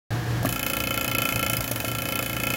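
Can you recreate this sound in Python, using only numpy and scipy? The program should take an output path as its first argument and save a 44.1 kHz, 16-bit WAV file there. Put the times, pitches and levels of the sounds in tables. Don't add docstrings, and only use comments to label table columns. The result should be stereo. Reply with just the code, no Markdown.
import sys
import numpy as np
from scipy import signal
from scipy.fft import rfft, irfft
from scipy.io import wavfile
from scipy.ndimage import uniform_filter1d, minimum_filter1d

SR = 44100
rng = np.random.default_rng(int(sys.argv[2]) if len(sys.argv) > 2 else 0)


def unload_wav(signal):
    wavfile.write(
        sys.argv[1],
        SR,
        np.round(np.clip(np.atleast_2d(signal).T, -1, 1) * 32767).astype(np.int16),
    )


def invert_db(level):
    return 10 ** (np.asarray(level, dtype=float) / 20)


N = 112896
T = np.arange(N) / SR

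# frequency in Hz, density in dB per Hz.
CRACK_SPECTRUM = [(2000, -12), (3500, -2.5), (5000, -1), (7100, -1.5), (8500, 0), (11300, 4.5),
                  (14000, 1.3), (16500, -21)]
LOOSE_KNOCKS_S = [
    .429,
    .4485,
    .467,
    .449,
    .4495,
    .468,
    1.569,
    1.603,
    1.713,
    1.842,
]


def rms_one(x):
    return x / np.sqrt(np.mean(x ** 2) + 1e-20)


def at_hz(points, hz):
    table = np.array(points)
    return np.interp(np.log(hz), np.log(table[:, 0]), table[:, 1])


def drift(rate_hz):
    r = np.exp(-80 * np.pi * rate_hz / SR)
    noise = rng.standard_normal(N // 40 + 2002)
    slow = signal.lfilter([1], [1, -2 * r, r * r], noise)[2000:]
    return np.interp(np.arange(N) / 40, np.arange(len(slow)), rms_one(slow))


def train(s, db):
    out = np.full(N, 1e-18)
    i = np.round(np.asarray(s) * SR).astype(int)
    inside = i < N
    np.add.at(out, i[inside], invert_db(db + 0 * i)[inside])
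    return out


def ring(clicks, hz, t60):
    r, w = invert_db(-60 / (t60 * SR)), 2 * np.pi * hz / SR
    return signal.lfilter([0, np.sin(w)], [1, -2 * r * np.cos(w), r * r], clicks)


def dying(clicks, t60):
    return signal.lfilter([1], [1, -invert_db(-60 / (t60 * SR))], clicks)


def coloured(x, spectrum):
    hz = np.maximum(np.arange(N // 2 + 1) * SR / N, 10)
    return rms_one(irfft(rfft(x) * invert_db(at_hz(spectrum, hz)), N))


def compressor():
    # frequency in Hz, density in dB per Hz.
    drone = [(30, -30), (60, -8.5), (120, -11.5), (220, -19.5), (800, -22.5), (1700, -25.5), (6500, -35.5),
             (16000, -43)]
    # frequency in Hz, correlation from -1 to 1.
    likeness = [(60, 0.66), (180, 0.5), (550, 0.44), (1650, -0.0039), (4970, -0.083), (15000, -0.071)]
    # frequency in Hz, left minus right in dB.
    lean = [(60, 4), (250, -3.1), (1000, 2.5), (4000, -1.5), (15000, -2)]
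    # centre in Hz, width in Hz, level in dB.
    whines = [(55.6, 23, -61), (1756, 140, -48), (488.6, 15, -53), (322, 33, -46.5), (173, 25, -44.5)]
    # frequency in Hz, level in dB.
    tones = [(721, -42), (1635, -40.5)]
    # time in seconds, level in dB.
    throb_levels = [(0.11, -27.5), (0.15, -28.5), (0.23, -34), (0.29, -26.5), (0.51, -32), (0.57, -40.5),
                    (1.23, -34), (1.26, -69), (1.36, -27.5), (1.44, -46), (1.54, -29.5), (1.68, -41.5),
                    (1.72, -31.5), (1.83, -46), (1.89, -34), (2.14, -45), (2.2, -35.5), (2.56, -38.5)]
    drone_db, duck_s, duck_length_s, duck_db = -30.85, 0.478, 0.057, -5
    throb_hz, throb_wander_hz = 117.05, 2.58
    opposite = np.array([[1], [-1]])

    hz = np.maximum(np.arange(N // 2 + 1) * SR / N, 10)
    alike = np.clip(at_hz(likeness, hz), -1, 1)
    mid, side = rfft(rng.standard_normal((2, N)))
    pair = np.sqrt(1 + alike) * mid + np.sqrt(1 - alike) * side * opposite
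    pair = pair * invert_db(at_hz(lean, hz) / 2 * opposite)
    out = invert_db(drone_db + 0.8 * drift(9)) * coloured(irfft(pair, N), drone)
    for centre_hz, width_hz, db in whines:
        resonance = 1 / (1 + (2 * (hz - centre_hz) / width_hz) ** 2)
        out += invert_db(db) * rms_one(irfft(pair * resonance, N))
    for tone_hz, db in tones:
        phase = 2 * np.pi * np.cumsum(tone_hz + 3 * drift(9.5)) / SR
        out += invert_db(db + 2 * drift(12)) * np.sin(phase - np.array([[0], [1.5]]))
    out *= invert_db(duck_db * np.clip((T - duck_s) / duck_length_s, 0, 1))

    turn = 2 * np.pi * np.cumsum(throb_hz + throb_wander_hz * drift(6.35)) / SR
    throb_db = np.interp(T, *np.transpose(throb_levels)) + 3 - drift(14)
    throb = invert_db(throb_db) * np.sin(turn)
    return out + throb * invert_db(1.75 * opposite)


def garage(x):
    t60_s, room_db, cut_hz, gap_s = 0.24, -15.5, 10000, .004
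    t = T[:SR // 2]
    tail = rng.standard_normal((2, len(t))) * invert_db(-60 * t / t60_s) * (t > gap_s)
    tail = signal.lfilter([1], [1, -np.exp(-2 * np.pi * cut_hz / SR)], tail)
    tail /= np.sqrt(np.sum(tail ** 2, axis=1, keepdims=True))
    return invert_db(room_db) * signal.fftconvolve(x[None], tail, axes=1)[:, :N]


def start_up():
    # hiss level in dB, knock level in dB, knock frequency in Hz.
    knocks = [(-28, -21, 700), (-30, -13, 650), (-47, -21.5, 1720), (-41, -12, 270), (-45, -21, 1150),
              (-45, -17, 300), (-40, -23, 5000), (-47, -22.5, 640), (-20, -18, 594), (-42, -20.5, 650)]
    t60_s = 0.035
    bright = coloured(rng.standard_normal((2, N)), CRACK_SPECTRUM)
    out = np.zeros((2, N))
    for s, (hiss_db, knock_db, hz) in zip(LOOSE_KNOCKS_S, knocks):
        out += bright * dying(train([s], hiss_db), t60_s)
        out -= ring(train([s], knock_db), hz, t60_s) * [[1], [.7]]
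    return out


def strokes():
    # time in seconds, blows completed.
    pace = [(.456, 0), (.4903, 1), (.8028, 10), (1.079, 18), (1.3584, 26), (1.568, 32), (1.607, 33),
            (1.6417, 34), (1.6778, 35), (1.7159, 36), (1.7589, 37), (1.8012, 38), (1.8463, 39),
            (2.0541, 45), (2.1556, 48), (2.3658, 54), (2.571, 60)]
    # time in seconds, crack level in dB, ring relative to crack in dB.
    force = [(0.4554, -17, -14), (0.4898, -15, -14.5), (0.5586, -19.5, -6.5), (0.6619, -14.5, -9.5),
             (0.9053, -19, -5.5), (1.0784, -16.5, -8), (1.1832, -14.5, -6.5), (1.3224, -16.5, -8),
             (1.4272, -16.5, -6), (1.5319, -14, -10.5), (1.6412, -17.5, -13), (1.7155, -16.5, -13),
             (1.915, -21.5, -5), (1.9839, -17.5, -9), (2.0532, -22, -5), (2.155, -15.5, -7.5),
             (2.3291, -21.5, -6), (2.5027, -16.5, -5.5)]
    jitter_s, uneven_db = .0003, 1
    s, count = np.transpose(pace)
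    chance = rng.standard_normal((61, 3))
    hits = np.interp(np.arange(61), count, s) + jitter_s * chance[:, 0]
    t, crack_db, ring_db = np.transpose(force)
    crack_db = np.interp(hits, t, crack_db)
    ring_db = crack_db + np.interp(hits, t, ring_db)
    return hits, crack_db + uneven_db * chance[:, 1], ring_db + uneven_db * chance[:, 2]


def exhaust(s, db):
    lead_s, echo_s, echo_db = 0.005295, 0.01503, -11
    follow_db = 0.65 * (db - db.mean())
    puff_s, puff_db = s - lead_s, -22.5 + follow_db
    puff = ring(train(puff_s, puff_db) + train(puff_s + echo_s, puff_db + echo_db), 275, .035)
    thud = ring(train(s, -40 + follow_db), 314, 0.017)
    low_pass = signal.butter(2, 380, fs=SR, output="sos")
    return signal.sosfilt(low_pass, puff + thud * np.array([[1], [-.3]]))


def slab(s, db):
    # frequency in Hz, decay time t60 in seconds.
    body = [(500, .045), (553, .045), (668, .06), (843, .06), (1354, .09), (1730, .04), (2165, .075),
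            (2431, .06), (2552, .055), (3037, .08), (3408, .11), (4390, .03), (4960, .02), (7070, .02)]
    # level in dB, right relative to left in dB, right lag in ms.
    radiation = [(-2, -6.5, 0.085), (2, -8.5, 0.25), (-5.5, -1.5, 0.042), (-7.5, -2, 0.23), (6.5, -2, 0.25),
                 (-4.5, -0.7, 0.096), (5.5, -8, .3), (0, -1, 0.24), (7.5, -5.5, 0.32), (2.5, -2, 0.42),
                 (-11, -1, 0.24), (-0.5, -1, .35), (-5, 1.7, 0.25), (-3, 0.8, .4)]
    body_db, return_s, return_db = -3, .02, -15.5
    build_cycles, flutter_db, scatter_db = 12.9, 2.5, 1.4
    out = np.zeros((2, N))
    s = np.r_[s, s + return_s]
    db = np.r_[db, db + return_db]
    for k, ((hz, t60), (mode_db, right_db, lag_ms)) in enumerate(zip(body, radiation)):
        hit_db = db + body_db + mode_db + scatter_db * rng.standard_normal(len(s))
        build_s = build_cycles / hz
        clicks = [train(s, hit_db), train(s + lag_ms / 1000, hit_db + right_db)]
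        swell = ring(ring(clicks, hz, build_s), hz, t60)
        gain = (-1) ** k * 2 * np.log(1000) / (build_s * SR)
        out += gain * swell * invert_db(flutter_db * np.array([drift(90), drift(62)]))
    return out


def crack(s, db):
    # frequency in Hz, density in dB per Hz.
    air_spectrum = [(400, -15), (1500, 0), (3000, -19), (4200, -12), (7000, -3), (9000, -5.5), (11500, -1),
                    (16500, 0)]
    # delay in seconds, level in dB.
    walls = [
        (.0065, -40.5),
        (0.0145, -15),
        (0.0196, -12.5),
    ]
    crack_db, crack_t60_s, rise_s = db + 1.5, 0.017, 0.00017
    right_lag_s, right_db, right_t60_s = 0.0011, -7.5, 0.012
    bright = coloured(rng.standard_normal((2, N)), CRACK_SPECTRUM)
    air = coloured(rng.standard_normal((2, N)), air_spectrum)
    bright[1] += .9 * np.roll(bright[0], 14)

    left = dying(train(s, crack_db), crack_t60_s)
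    right = dying(train(s + right_lag_s, crack_db + right_db), right_t60_s)
    for delay_s, echo_db in walls:
        right += dying(train(s + delay_s, crack_db + echo_db), crack_t60_s)
    r = np.exp(-1 / (rise_s * SR))
    snap = signal.lfilter([1 - r], [1, -r], [left, right])

    rattle = dying(train(s, db - 15.5), 0.047)
    vent = dying(train(s - 0.005295 + 0.006, db - 17), 0.072)
    leak = invert_db(np.mean(db) - 19.5 + 2 * drift(6.7)) * (T > LOOSE_KNOCKS_S[0])
    return bright * snap + air * (rattle + vent + leak)


def tick(s, db):
    lag_s, tick_db, scatter_db = 0.00037, 6, 3
    high_pass = signal.butter(2, 11500, "high", fs=SR, output="sos")
    noise = signal.sosfilt(high_pass, rng.standard_normal(N))
    hit_db = db + tick_db + scatter_db * rng.standard_normal(len(s))
    hit = noise * dying(train(s + lag_s, hit_db), .005)
    return np.array([hit, invert_db(-8) * np.roll(hit, 14)])


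def scene():
    s, crack_db, ring_db = strokes()
    tool = exhaust(s, ring_db) + slab(s, ring_db) + crack(s, crack_db) + tick(s, crack_db) + start_up()
    return compressor() + garage(tool[0]) + tool


def gate(x):
    from_hz, to_hz, bins, share, memory_frames = 3500, 15500, 5, .12, 15
    hz, _, z = signal.stft(x, SR, nperseg=256)
    first, end = np.searchsorted(hz, [from_hz, to_hz])
    last = first + bins * ((end - first) // bins)
    power = (np.abs(z[:, first:last]) ** 2).sum(axis=0)
    power = power.reshape(-1, bins, z.shape[2]).mean(axis=1) + 1e-16
    loudest = -minimum_filter1d(-power.mean(axis=0), memory_frames)
    margin = uniform_filter1d(power, 2, axis=1) / loudest
    margin = margin / np.median(margin, axis=1, keepdims=True) ** .6
    margin = margin * invert_db(5 * rng.standard_normal(margin.shape))
    z[:, first:last] *= np.repeat(margin > np.quantile(margin, share), bins, axis=0)
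    return signal.istft(z, SR, nperseg=256)[1][:, :N]


def band_limit(x):
    return signal.sosfilt(signal.butter(12, 16970, fs=SR, output="sos"), x)


def record(dry):
    dip_hz, dip_width_hz, dip_share, open_s = 8600, 2360, 0.53, .1055
    dry = signal.sosfilt(signal.butter(2, 39, "high", fs=SR, output="sos"), dry)
    dry = signal.sosfilt(signal.cheby2(12, 40, 16500, fs=SR, output="sos"), dry)
    b, a = signal.iirpeak(dip_hz, dip_hz / dip_width_hz, fs=SR)
    dry = dry - dip_share * signal.lfilter(b, a, dry)
    return band_limit(gate(dry) * (T > open_s))


dry = scene()
out = record(dry)
unload_wav(out)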